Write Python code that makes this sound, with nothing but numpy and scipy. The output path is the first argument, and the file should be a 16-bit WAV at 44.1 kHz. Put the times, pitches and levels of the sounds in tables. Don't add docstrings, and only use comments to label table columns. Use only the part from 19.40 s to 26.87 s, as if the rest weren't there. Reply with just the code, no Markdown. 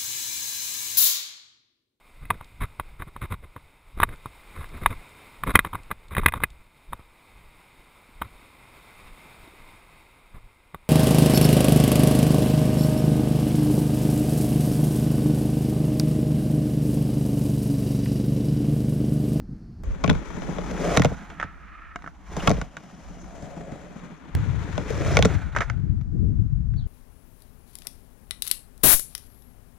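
import sys
import numpy as np
from scipy import signal
from scipy.fft import rfft, irfft
from scipy.io import wavfile

SR = 44100
rng = np.random.default_rng(int(sys.argv[2]) if len(sys.argv) > 2 else 0)


def wav_record(signal):
    frames = np.transpose(np.atleast_2d(signal))
    bounded = np.clip(frames, -1, 1)
    quanta = np.round(bounded * 32767).astype(np.int16)
    wavfile.write(sys.argv[1], SR, quanta)


N = 329427
TIME = np.arange(N) / SR
FIRST_RUN_S, SECOND_RUN_S = 0.436, 4.951


def gain_of(db):
    return 10 ** (np.asarray(db) / 20)


def unit_rms(x):
    return x / np.sqrt(np.mean(x ** 2) + 1e-20)


def at_hz(rows, hz, column=1):
    table = np.transpose(rows)
    return np.interp(np.log(hz + 1), np.log(table[0] + 1), table[column])


def curves(rows):
    times, *columns = np.transpose(rows)
    return [np.interp(TIME, times, column) for column in columns]


def during(start, end=8, fade=0.00064):
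    return np.clip((TIME - start) / fade, 0, 1) * np.clip((end - TIME) / fade + 1, 0, 1)


def swells(rows):
    return sum(db * np.exp(-((TIME - s) / half) ** 2) for s, half, db in rows)


def add(mix, start_s, sound):
    part = mix[:, max(round(start_s * SR), 0):][:, :sound.shape[-1]]
    part += sound[..., :part.shape[-1]]


def colour(x, spectrum, size=4096):
    hz = abs(np.fft.fftfreq(size, 1 / SR))
    octaves_above = np.log2(np.maximum(hz / spectrum[-1][0], 1))
    db = np.maximum(at_hz(spectrum, hz) - 30 * octaves_above, -110)
    response = np.exp(np.conj(signal.hilbert(np.log(gain_of(db)))))
    taps = np.fft.ifft(response).real[:size // 2] * np.hanning(size)[size // 2:]
    return signal.fftconvolve(x, taps[None], axes=1)[:, :x.shape[1]]


def resonate(x, hz, width_hz):
    carrier = np.exp(2j * np.pi * np.cumsum(np.broadcast_to(hz, N)) / SR)
    pole = np.exp(-np.pi * width_hz / SR)
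    baseband = signal.lfilter([(1 - pole) ** 2], [1, -2 * pole, pole ** 2], x / carrier)
    return unit_rms((carrier * baseband).real)


def wander(rate_hz):
    lowpass = np.exp(-(np.fft.rfftfreq(N, 1 / SR) / rate_hz) ** 2)
    return unit_rms(irfft(rfft(rng.standard_normal(N)) * lowpass, N))


def noise(spectrum):
    return unit_rms(colour(rng.standard_normal((2, N)), spectrum))


def pan(x, side_db):
    left_share = 1 / (1 + gain_of(-2 * side_db))
    return 2 * x * np.sqrt([left_share, 1 - left_share])


# time_s, level_db
BREEZE_LEVEL = [(0.0, -37), (0.04, -46), (0.434, -40.5), (0.514, -40), (0.6, -45)]
GUST_LEVELS = [
    [(4.96, -20), (5.288, -31), (5.41, -28.5), (5.462, -55), (5.504, -29), (5.866, -18), (5.888, -28.5),
     (5.97, -21.5), (5.996, -37), (6.086, -25.5), (6.114, -44), (6.2, -18), (6.244, -62), (6.29, -22)],
    [(6.3, -31), (6.54, -21), (6.59, -28.5), (6.624, -22.5), (6.648, -34.5), (6.836, -18), (6.942, -22.5),
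     (7.062, -19.5), (7.088, -37.5), (7.134, -21), (7.286, -30), (7.31, -22), (7.442, -34.5), (7.47, -33)],
]
RUMBLE_LEVEL = [(0.0, -44.5), (0.37, -51.5), (0.52, -31), (0.58, -46), (0.77, -32.5), (0.81, -49.5),
                (1.72, -41), (1.79, -54), (2.83, -56.5), (2.91, -46), (3.18, -38), (3.39, -73), (3.68, -51),
                (4.89, -63.5), (4.95, -40), (5.28, -46), (7.41, -35.5), (7.47, -28)]
# freq_hz, level_db
GUST_SPECTRUM = [(30, -21.5), (60, 6), (85, 8), (140, 4), (200, -9.5), (300, -20.5), (450, -42.5),
                 (700, -64.5), (1500, -70)]
FLUTTER_SPECTRUM = [(100, -12.5), (190, 0.5), (290, -8), (430, -22), (600, -36.5), (1200, -66)]
RUMBLE_SPECTRUM = [(12, -9.5), (28, 2.5), (50, 13), (75, 5), (110, -31), (250, -64)]
# centre_s, half_length_s, boost_db
SQUARE_GUSTS = [(.15, 0.36, 18.5), (6.47, 0.098, 12), (6.88, 0.16, 18.5)]
# time_s, left_minus_right_db
WIND_SIDE = [(.43, -3), (.5, 6), (4.96, -2), (5.06, 15), (5.55, 5.5), (5.8, 2.5), (6.0, 17)]


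def wind():
    wind_db, = curves(np.vstack([BREEZE_LEVEL, *GUST_LEVELS]))
    side_db, = curves(WIND_SIDE)
    flutter_db = -37.5 + 0.56 * wind_db + swells(SQUARE_GUSTS) + 4 * wander(21)
    eddies = noise(GUST_SPECTRUM) * gain_of(wind_db - 2.5 + 1.4 * wander(25))
    eddies += noise(FLUTTER_SPECTRUM) * gain_of(flutter_db)
    gusts = pan(eddies, side_db) * (1 - during(0.6, SECOND_RUN_S))
    rumble = noise(RUMBLE_SPECTRUM) * gain_of(curves(RUMBLE_LEVEL)[0] + 5.5)
    return gusts + pan(rumble, 0.61 * side_db * during(SECOND_RUN_S))


# freq_hz, level_db
HUSH_SPECTRUM = [(100, 0.5), (400, 4.5), (540, -1), (700, 3.5), (1000, -2), (1500, -2), (2200, -10.5),
                 (3200, -18), (4500, -17), (6300, -17), (8000, -24.5), (12000, -27), (14500, -39)]
INSECT_SPECTRUM = [(3000, -39), (4300, 9), (5200, 7), (6100, -3), (7500, -29)]


def background():
    hush = noise(HUSH_SPECTRUM) * gain_of(0.9 * wander(4.3))
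    insects = noise(INSECT_SPECTRUM) * (1 - during(FIRST_RUN_S))
    return gain_of(-61) * (hush + 0.021 * hush[::-1]) + gain_of(-73) * insects


def contact(t, t60, spectrum, snap):
    burst = rng.standard_normal((2, len(t))) * gain_of(-60 * t / t60)
    burst *= np.sqrt((1 - snap) / np.sum(burst ** 2, 1, keepdims=True))
    burst[0, np.argmax(t > 0.0003)] += np.sqrt(snap)
    burst = colour(burst, spectrum)
    decay_energy = SR * t60 / (2 * np.log(1000))
    return burst * np.sqrt(decay_energy / np.sum(burst[0] ** 2))


# freq_hz, level_db
TICK_SPECTRUM = [(100, 3), (600, -0.5), (4000, -22.5), (16000, -30)]


def ticks():
    out, t = np.zeros((2, N)), np.arange(SR // 20) / SR
    for start_s, level_db in [(FIRST_RUN_S, -31), (SECOND_RUN_S, -21)]:
        add(out, start_s, gain_of(level_db) * contact(t, 0.0084, TICK_SPECTRUM, snap=0.34)[0])
    return out


def grit(per_s, spread_db, patchy_db):
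    size = gain_of(spread_db * np.minimum(rng.exponential(1, (2, N)), 4))
    clicks = size * rng.choice([-1, 1], (2, N)) * (rng.random((2, N)) < per_s / SR)
    return clicks * gain_of(patchy_db * wander(45))


# freq_hz, level_db
FIZZ_SPECTRUM = [(2000, -38.5), (4000, -6), (5200, 0.5), (6500, 2.5), (7500, -6), (8600, -13), (10100, -12),
                 (12000, -22), (14500, -21), (15800, -44)]
# time_s, centre_hz, facing_db
HISS_PATH = [(.44, 6260, 3), (.6, 6200, 0.5), (.8, 6000, 1.5), (1.1, 6040, 2.5), (1.5, 5170, 3),
             (1.8, 6060, 0.5), (2.05, 5640, -0.5), (2.92, 5900, 3.5), (3.03, 5300, 3), (3.7, 5800, 8),
             (4.0, 6950, 7), (4.3, 7300, 4.5), (4.6, 6500, 3), (4.9, 5800, -2.5), (5.7, 5550, 0),
             (6.15, 5960, -3)]


def grit_fizz(road, pebbles, roar_db):
    centre_hz, facing_db = curves(HISS_PATH)
    fizz_db = roar_db - 15 + 0.124 * (roar_db - roar_db.mean()) + facing_db
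    sand = unit_rms(grit(per_s=3200, spread_db=-4, patchy_db=4.5))
    hiss = gain_of(-5.5) * resonate(sand + gain_of(-3.5) * pebbles, centre_hz, width_hz=1400)
    return gain_of(fizz_db) * (unit_rms(colour(road, FIZZ_SPECTRUM)) + hiss)


# freq_hz, level_db
DRONE_SPECTRUM = [(60, -20.5), (200, -6), (340, 0.5), (480, -8.5), (660, -12.5), (800, -15), (1200, -30.5),
                  (3000, -66.5)]
HUM_SPECTRUM = [(50, -21.5), (110, -16), (165, -3), (240, -5), (330, -8), (700, -44.5)]


def deck_drone(bumps, drone_db):
    drone = gain_of(drone_db + 3) * unit_rms(colour(bumps, DRONE_SPECTRUM))
    hum = gain_of(0.64 * drone_db - 12.5) * unit_rms(colour(bumps, HUM_SPECTRUM))
    return drone + hum


def gap_echo(x, delay_s, strength):
    late = np.array([np.interp(TIME - delay_s, TIME, row) for row in x])
    return (x + strength * late) / np.sqrt(1 + strength ** 2)


# time_s, level_db
PASS_LEVELS = [
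    [(0.44, -53), (0.62, -51), (0.72, -47.5), (1.0, -45), (1.33, -42.5), (1.56, -30.5), (1.61, -43.5),
     (1.73, -42), (1.95, -49.5), (2.15, -60)],
    [(2.52, -63.5), (2.66, -56.5), (2.8, -65), (2.93, -46.5), (3.06, -35.5), (3.3, -57.5), (4.1, -54),
     (4.93, -54)],
    [(4.97, -46), (5.1, -47.5), (5.45, -43), (5.76, -33), (5.81, -40), (5.91, -40), (5.98, -43.5),
     (6.15, -51.5), (6.3, -50.5), (6.4, -62.5)],
]
# freq_hz, level_db
ROAR_SPECTRUM = [(300, -28.5), (700, 2), (950, 4), (1080, 2), (1380, 1), (1800, -3), (2300, -4.5),
                 (2800, -12), (3400, -11.5), (3950, -18.5), (4600, -26), (6000, -24.5), (9000, -39)]
# time_s, pitch_hz, above_drone_db, echo_strength
GAP_NOTE = [(.44, 495, 5.5, 0), (1.3, 426, -13, .15), (1.45, 556, 6.5, 0), (1.55, 616, 0.5, 0.2),
            (1.85, 810, -23, 0.03), (2.9, 1005, -27, 0.23), (3.04, 590, 0.5, 0), (3.25, 720, 0, 0),
            (3.6, 700, -2, 0), (4.0, 664, 1.5, 0), (4.3, 635, 4, 0.1), (4.9, 590, -8.5, 0),
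            (5.35, 455, -8.5, 0.02), (5.7, 634, 3.5, 0.13), (6.1, 730, -13, 0)]
# centre_s, half_length_s, change_db
DRONE_SWELLS = [(1.3, 0.61, 6), (3.01, 0.1, -0.5), (4.2, 0.51, 6.5), (5.6, 0.55, 1.5)]
# start_s, end_s
BANK_SPANS = [(1.68, 2.73), (5.9, 8)]


def rolling():
    hop_s = 0.022
    hops = [(s + hop_s, 0.61 * hop_s, -5 * gain_of(crack_db)) for s, crack_db, *_ in SLAB_HITS]
    slab_db = 0.66 * wander(14)
    roar_db = curves(np.vstack(PASS_LEVELS))[0] + swells(hops) + slab_db
    on_bank = sum(during(start, end, fade=0.066) for start, end in BANK_SPANS)
    drone_db = roar_db - 1.5 + swells(DRONE_SWELLS) - 6.5 * on_bank
    drone_db = 10 * np.log10(gain_of(drone_db) ** 2 + deck_shudder())
    gap_hz, gap_db, echo_strength = curves(GAP_NOTE)
    road = grit(per_s=7000, spread_db=2.5, patchy_db=1.6)
    bumps = grit(per_s=3500, spread_db=2.5, patchy_db=3.5)
    pebbles = unit_rms(grit(per_s=110, spread_db=2.2, patchy_db=2.5))
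    tread = unit_rms(colour(unit_rms(road) + gain_of(-11) * pebbles, ROAR_SPECTRUM))
    roar = gain_of(roar_db + 1.4) * gap_echo(tread, 1 / gap_hz, echo_strength)
    wheels = (roar + grit_fizz(road, pebbles, roar_db)) * gain_of(-2.5 * on_bank)
    gap = gain_of(drone_db + gap_db) * resonate(road, gap_hz * (1 + 0.023 * wander(29)), width_hz=330)
    trucks = gain_of(roar_db - 7.5) * on_bank * resonate(road, hz=1380, width_hz=440)
    moving = during(FIRST_RUN_S) * during(0, 6.46, fade=0.2)
    return (wheels + deck_drone(bumps, drone_db) + gap + trucks) * moving


def spot_boost(hz, spot_hz, db, octaves):
    return db * np.exp(-(np.log2(hz / spot_hz) / octaves) ** 2)


# start_s, crack_db, grit_db, knock_db, thump_db, spot_hz
SLAB_HITS = [(0.639, -11.5, -35, -18, -11, 1070), (0.6422, -11, -49, -13.5, -44, 1130),
             (0.661, -26, -44, -30, -27, 2200), (0.6775, -18.5, -46, -20, -9, 3000),
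             (0.6947, -13.5, -50, -19, -15.5, 1060), (0.698, -8.5, -30, -17.5, -9, 3540),
             (0.7096, -19, -49, -18, -11.5, 1050), (0.729, -32.5, -48, -26, -27, 2200),
             (0.7512, -30.5, -60, -26, -22, 1400), (0.944, -40, -66, -49, -27, 1400),
             (1.02, -30.5, -58, -25.5, -28, 1240), (1.1838, -24.5, -58, -18, -25, 1040),
             (1.3114, -32, -44, -26, -37, 700), (1.5659, -14, -29, -14.5, -35, 820),
             (1.5725, 0, -17.5, -9.5, -6.5, 2230), (1.5962, -14.5, -32, -10, -6.5, 340),
             (1.6198, -9, -28, -32, -44, 1800), (1.636, -25.5, -39, -30, -27, 3600),
             (1.647, -8.5, -26.5, -6, -8, 2480), (1.655, -15, -34, -15, -11.5, 505),
             (1.717, -34, -61, -23, -19.5, 970), (2.041, -38, -68, -39, -29.5, 93),
             (2.9664, -22, -36, -19, -19.5, 980), (3.0742, -4, -21, -15, -14, 880),
             (3.0766, -1.5, -37, -15, -5, 880), (3.0946, -18, -29.5, -28, -14, 700),
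             (3.104, -14, -34, -14, -9, 614), (3.114, -14, -34, -16.5, -12, 620),
             (3.143, -29, -56, -29, -25, 1500), (3.168, -31.5, -66, -33, -25, 600),
             (3.179, -35.5, -64, -31.5, -29, 610), (3.2143, -20, -40, -25, -23, 1180),
             (3.3679, -22, -46.5, -44, -35.5, 1400), (4.024, -44, -54, -38, -24.5, 800),
             (4.3207, -53, -63, -44, -24.5, 840), (5.3787, -19, -44, -16.5, -18, 940),
             (5.504, -33, -42.5, -23.5, -28, 433), (5.7695, 0.5, -23.5, -8.5, -20, 2205),
             (5.79, -12.5, -32, -8, -13, 900), (5.825, -5, -24.5, -23, -14, 3500),
             (5.8495, -9.5, -28.5, -10, -7.5, 780), (5.854, -13, -27, -18, -9, 1200)]
# freq_hz, level_db
CRACK_SPECTRUM = [(300, -16.5), (650, 1), (900, 6), (1100, -5), (1420, -0.5), (1750, -2), (2250, 1),
                  (2850, -5), (3500, -9), (4400, -19.5), (6000, -14), (10000, -44.5)]


def clacks():
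    out, t = np.zeros((2, N)), np.arange(SR // 4) / SR
    for s, crack_db, grit_db, knock_db, thump_db, spot_hz in SLAB_HITS:
        force_db = crack_db + 15
        left_db = max(np.interp(s, *np.transpose(BOARD_SIDE)), 0)
        t60 = 0.027 * np.exp(-0.0124 * left_db - 0.0276 * force_db)
        spectrum = [(hz, db + spot_boost(hz, spot_hz, db=12.5, octaves=0.23))
                    for hz, db in CRACK_SPECTRUM]
        add(out, s, gain_of(crack_db - 8.5) * contact(t, t60, spectrum, snap=0.056))
        add(out, s, gain_of(grit_db) * contact(t, 0.69 * t60, FIZZ_SPECTRUM, snap=0.12))
        add(out, s + 0.0005, deck_ring(t, thump_db, knock_db, crack_db - 15, spot_hz))
    return out


def sum_modes(waves):
    count = len(waves)
    return np.array([(-1) ** np.arange(count), rng.choice([-1, 1], count)]) @ waves


# pitch_hz, level_db, t60_s
DECK_MODES = [(88, -7, 0.066), (143, -1.5, 0.067), (174, -1, 0.053), (233.4, -4, 0.054), (292, -9.5, 0.045),
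              (466, -3.5, 0.041), (519, -5, .037), (646, -6.5, 0.042), (890, -1.5, 0.015), (1076, -6, .06),
              (1419, 0, .035), (1830, -12.5, 0.02), (2273, -2, 0.015), (3574, 4.5, 0.0051), (6100, -6, .01)]


def deck_ring(t, thump_db, knock_db, tap_db, spot_hz):
    hz, db, t60 = np.transpose(DECK_MODES)[:, :, None]
    drive_db = np.select([hz < 370, hz < 790], [thump_db, knock_db], tap_db)
    drive_db = drive_db + spot_boost(hz, spot_hz, db=7, octaves=0.46)
    hz = hz * (1 + 0.048 * rng.uniform(-1.48, 1, hz.shape))
    return sum_modes(gain_of(drive_db + db - 60 * t / t60) * np.sin(2 * np.pi * hz * t))


def deck_shudder(t60=0.12):
    power, t = np.zeros((1, N)), np.arange(SR // 2) / SR
    for start_s, *_, thump_db, _ in SLAB_HITS:
        add(power, start_s, gain_of(thump_db - 29.5 - 60 * t / t60) ** 2)
    return power[0]


# time_s, level_db
WHIRR_LEVEL = [(1.9, -56), (2.05, -46.5), (2.15, -54), (2.3, -49.5), (2.48, -48.5), (2.56, -53.5),
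               (2.62, -94)]
# freq_hz, level_db
BEARING_SPECTRUM = [(700, -48), (1100, -29), (1300, -8), (1550, 3), (1850, 12.5), (2100, -1), (2400, 3.5),
                    (3200, -15), (6000, -34)]
# pitch_hz, level_db, t60_s
TRUCK_MODES = [(698, -16.5, 0.074), (1302, 0, 0.027), (1520, -5, 0.038), (1740, -5, 0.019),
               (2073, -10.5, 0.026), (2780, -19, 0.038)]


def bearing_whirr(best_drive_hz=1300, spin_hz=29):
    balls = grit(per_s=6800, spread_db=4, patchy_db=1)
    drift = 1 + 0.012 * wander(3.9)
    ringing = np.zeros((2, N))
    for hz, db, t60 in TRUCK_MODES:
        octaves_off = abs(np.log2(hz / best_drive_hz))
        ringing += gain_of(db - 6 * octaves_off) * resonate(balls, hz * drift, width_hz=5 / t60)
    hiss = gain_of(-4.5) * unit_rms(colour(balls, BEARING_SPECTRUM))
    level_db = curves(WHIRR_LEVEL)[0] + np.sin(2 * np.pi * spin_hz * TIME)
    spinning = during(WHIRR_LEVEL[0][0], WHIRR_LEVEL[-1][0])
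    return (gain_of(-1) * ringing + hiss) * gain_of(level_db) * spinning


def truck_ring(t, spot_hz):
    hz, db, t60 = np.transpose(TRUCK_MODES)[:, :, None]
    db = db + spot_boost(hz, spot_hz, db=8, octaves=0.28)
    hz = hz * (1 + 0.025 * rng.uniform(-0.79, 1, hz.shape))
    attack = 1 - np.exp(-t / 0.00039)
    return sum_modes(gain_of(db - 60 * t / t60) * np.sin(2 * np.pi * hz * t) * attack)


# start_s, ring_db, clack_db, scrape_t60_s, spot_hz
TRUCK_HITS = [(1.901, -33, -31.5, 0.064, 1500), (1.999, -18, -21.5, 0.043, 1710),
              (2.013, -19, -24, 0.02, 2100), (2.027, -11.5, -33, 0.03, 1450),
              (2.038, -22, -31, 0.022, 1700), (2.559, -14, -18, .019, 720), (2.59, -34, -52, .018, 1710),
              (2.622, -39, -34, .029, 1300), (2.642, -26, -51, 0.03, 1410), (2.662, -26, -50, 0.022, 1520),
              (2.675, -21, -50, 0.023, 1320), (6.15, -18.5, -43, .05, 2100),
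              (6.163, -8.5, -18.5, 0.076, 1600), (6.186, -16, -15, 0.02, 1300),
              (6.206, -11, -18.5, 0.1, 1600), (6.219, -16, -37, 0.066, 1490),
              (6.299, -15.5, -18, 0.02, 2000), (6.612, -41.5, -41, 0.027, 705),
              (7.337, -44, -51, 0.041, 1310)]
# freq_hz, level_db
SCRAPE_SPECTRUM = [(150, -3), (450, -9), (760, -4), (1000, -4.5), (1330, -1), (1650, 0), (2150, -5),
                   (2600, -19.5), (3600, -22.5), (5000, -45.5), (10000, -82.5)]


def truck_hits():
    out, t = np.zeros((2, N)), np.arange(SR // 4) / SR
    for s, ring_db, clack_db, t60, spot_hz in TRUCK_HITS:
        add(out, s, gain_of(ring_db - 12.5) * truck_ring(t, spot_hz))
        add(out, s, gain_of(ring_db - 9.5) * contact(t, t60, SCRAPE_SPECTRUM, snap=0.04))
        add(out, s, gain_of(clack_db - 8.5) * contact(t, 0.63 * t60, CRACK_SPECTRUM, snap=0.071))
        add(out, s, gain_of(0.94 * ring_db - 39) * contact(t, 1.6 * t60, FIZZ_SPECTRUM, snap=0.1))
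    return out


# time_s, level_db
SQUEAK_LEVEL = [(2.995, -57.5), (2.997, -40), (3.003, -37), (3.016, -53), (3.06, -51), (3.08, -70)]


def wheel_squeak():
    slips = resonate(rng.standard_normal((2, N)), hz=2950, width_hz=650)
    return slips * gain_of(curves(SQUEAK_LEVEL)[0]) * during(2.99, 3.8)


# time_s, pitch_hz, level_db
CHIRP = [(7.359, 2900, -72), (7.366, 3630, -59.5), (7.373, 4470, -59), (7.383, 4430, -49.5),
         (7.396, 3720, -53.5), (7.412, 3560, -64), (7.435, 3150, -65), (7.47, 2950, -75)]


def bird():
    hz, db = curves(CHIRP)
    roughness = 0.01 + 0.035 * during(7.385, fade=0.017)
    phase = 2 * np.pi * np.cumsum(hz * (1 + roughness * wander(300))) / SR
    chirp = gain_of(db) * np.sin(phase) * during(7.359)
    centred = np.array([chirp, chirp])
    return centred + gain_of(-6.5) * park_echoes(centred, t60=0.18)


# freq_hz, level_db
ECHO_SPECTRUM = [(100, 9), (1500, -8.5), (5000, -1.5), (12000, -14.5)]


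def park_echoes(x, t60, per_s=2500):
    t = np.arange(SR // 2) / SR
    taps = rng.standard_normal((2, len(t))) * (rng.random((2, len(t))) < per_s / SR) * (t > 0.006)
    tail = colour(taps * gain_of(-60 * t / t60), ECHO_SPECTRUM)
    return signal.fftconvolve(x, tail / np.linalg.norm(tail[0]), axes=1)[:, :N]


# freq_hz, likeness, left_minus_right_db, left_lead_rad, shadow_share
MIC_PORTS = [(60, 0.73, -9.5, 0, 0.25), (165, 1, 0.5, -0.5, .2), (603, 0.79, 2.5, 0.1, 0.13),
             (1700, 0.86, 1.5, 0.11, 1), (3860, 1, 2, 0.5, 0.9), (6780, 0.3, 8.5, -1.5, 0.25),
             (9700, 0, -5, 0.91, 0.69)]
# time_s, left_minus_right_db
BOARD_SIDE = [(0.44, 8), (1.1, 8), (1.55, -3), (1.8, -5.5), (2.6, -5), (3.1, -1), (4.9, 7), (5.25, 8.5),
              (5.76, -2), (6.1, -4)]


def microphones(x):
    hz, frame_s, (shared, apart) = signal.stft(x, SR, nperseg=256, noverlap=192)
    likeness, balance_db, lead_rad, shadow = (at_hz(MIC_PORTS, hz, k)[:, None] for k in range(1, 5))
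    side_db = np.interp(frame_s, TIME, curves(BOARD_SIDE)[0])
    likeness = np.clip(likeness * (1 - 0.041 * np.maximum(side_db, 0)), 0, 1)
    apart = apart * np.sqrt((1 - likeness) / (1 + likeness))
    lean = gain_of((balance_db + shadow * side_db) / 2) * np.exp(0.5j * lead_rad)
    ports = np.array([(shared + apart) * lean, (shared - apart) / lean])
    ports *= 2 / (abs(lean) + 1 / abs(lean))
    return signal.istft(ports, SR, nperseg=256, noverlap=192)[1][:, :N]


# freq_hz, gain_db
SECOND_BOARD_TONE = [(200, -1), (450, 4), (750, -1), (1100, -2), (1500, 0.5), (2300, 1), (3200, 0),
                     (4400, 2.5), (7000, 2.5), (18000, 0.5)]


def scene():
    board = rolling() + clacks() + truck_hits() + bearing_whirr() + wheel_squeak()
    second = during(SECOND_RUN_S)
    direct = microphones(board * (1 - second) + colour(board * second, SECOND_BOARD_TONE))
    echoes = gain_of(-17.5) * park_echoes(direct, t60=0.11)
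    return direct + echoes + wind() + background() + gain_of(-2.5) * bird() + ticks()


def record(dry):
    mid = dry.mean(0)
    ports = np.clip(mid + (dry - mid) * during(FIRST_RUN_S), -0.97, 0.97)
    ports *= during(0, TIME[-1] - 0.004, fade=0.004)
    lowpass = signal.firwin(255, cutoff=16200, window=("kaiser", 9), fs=SR)
    return signal.oaconvolve(ports, lowpass[None], "same")


dry = scene()
out = record(dry)
wav_record(out)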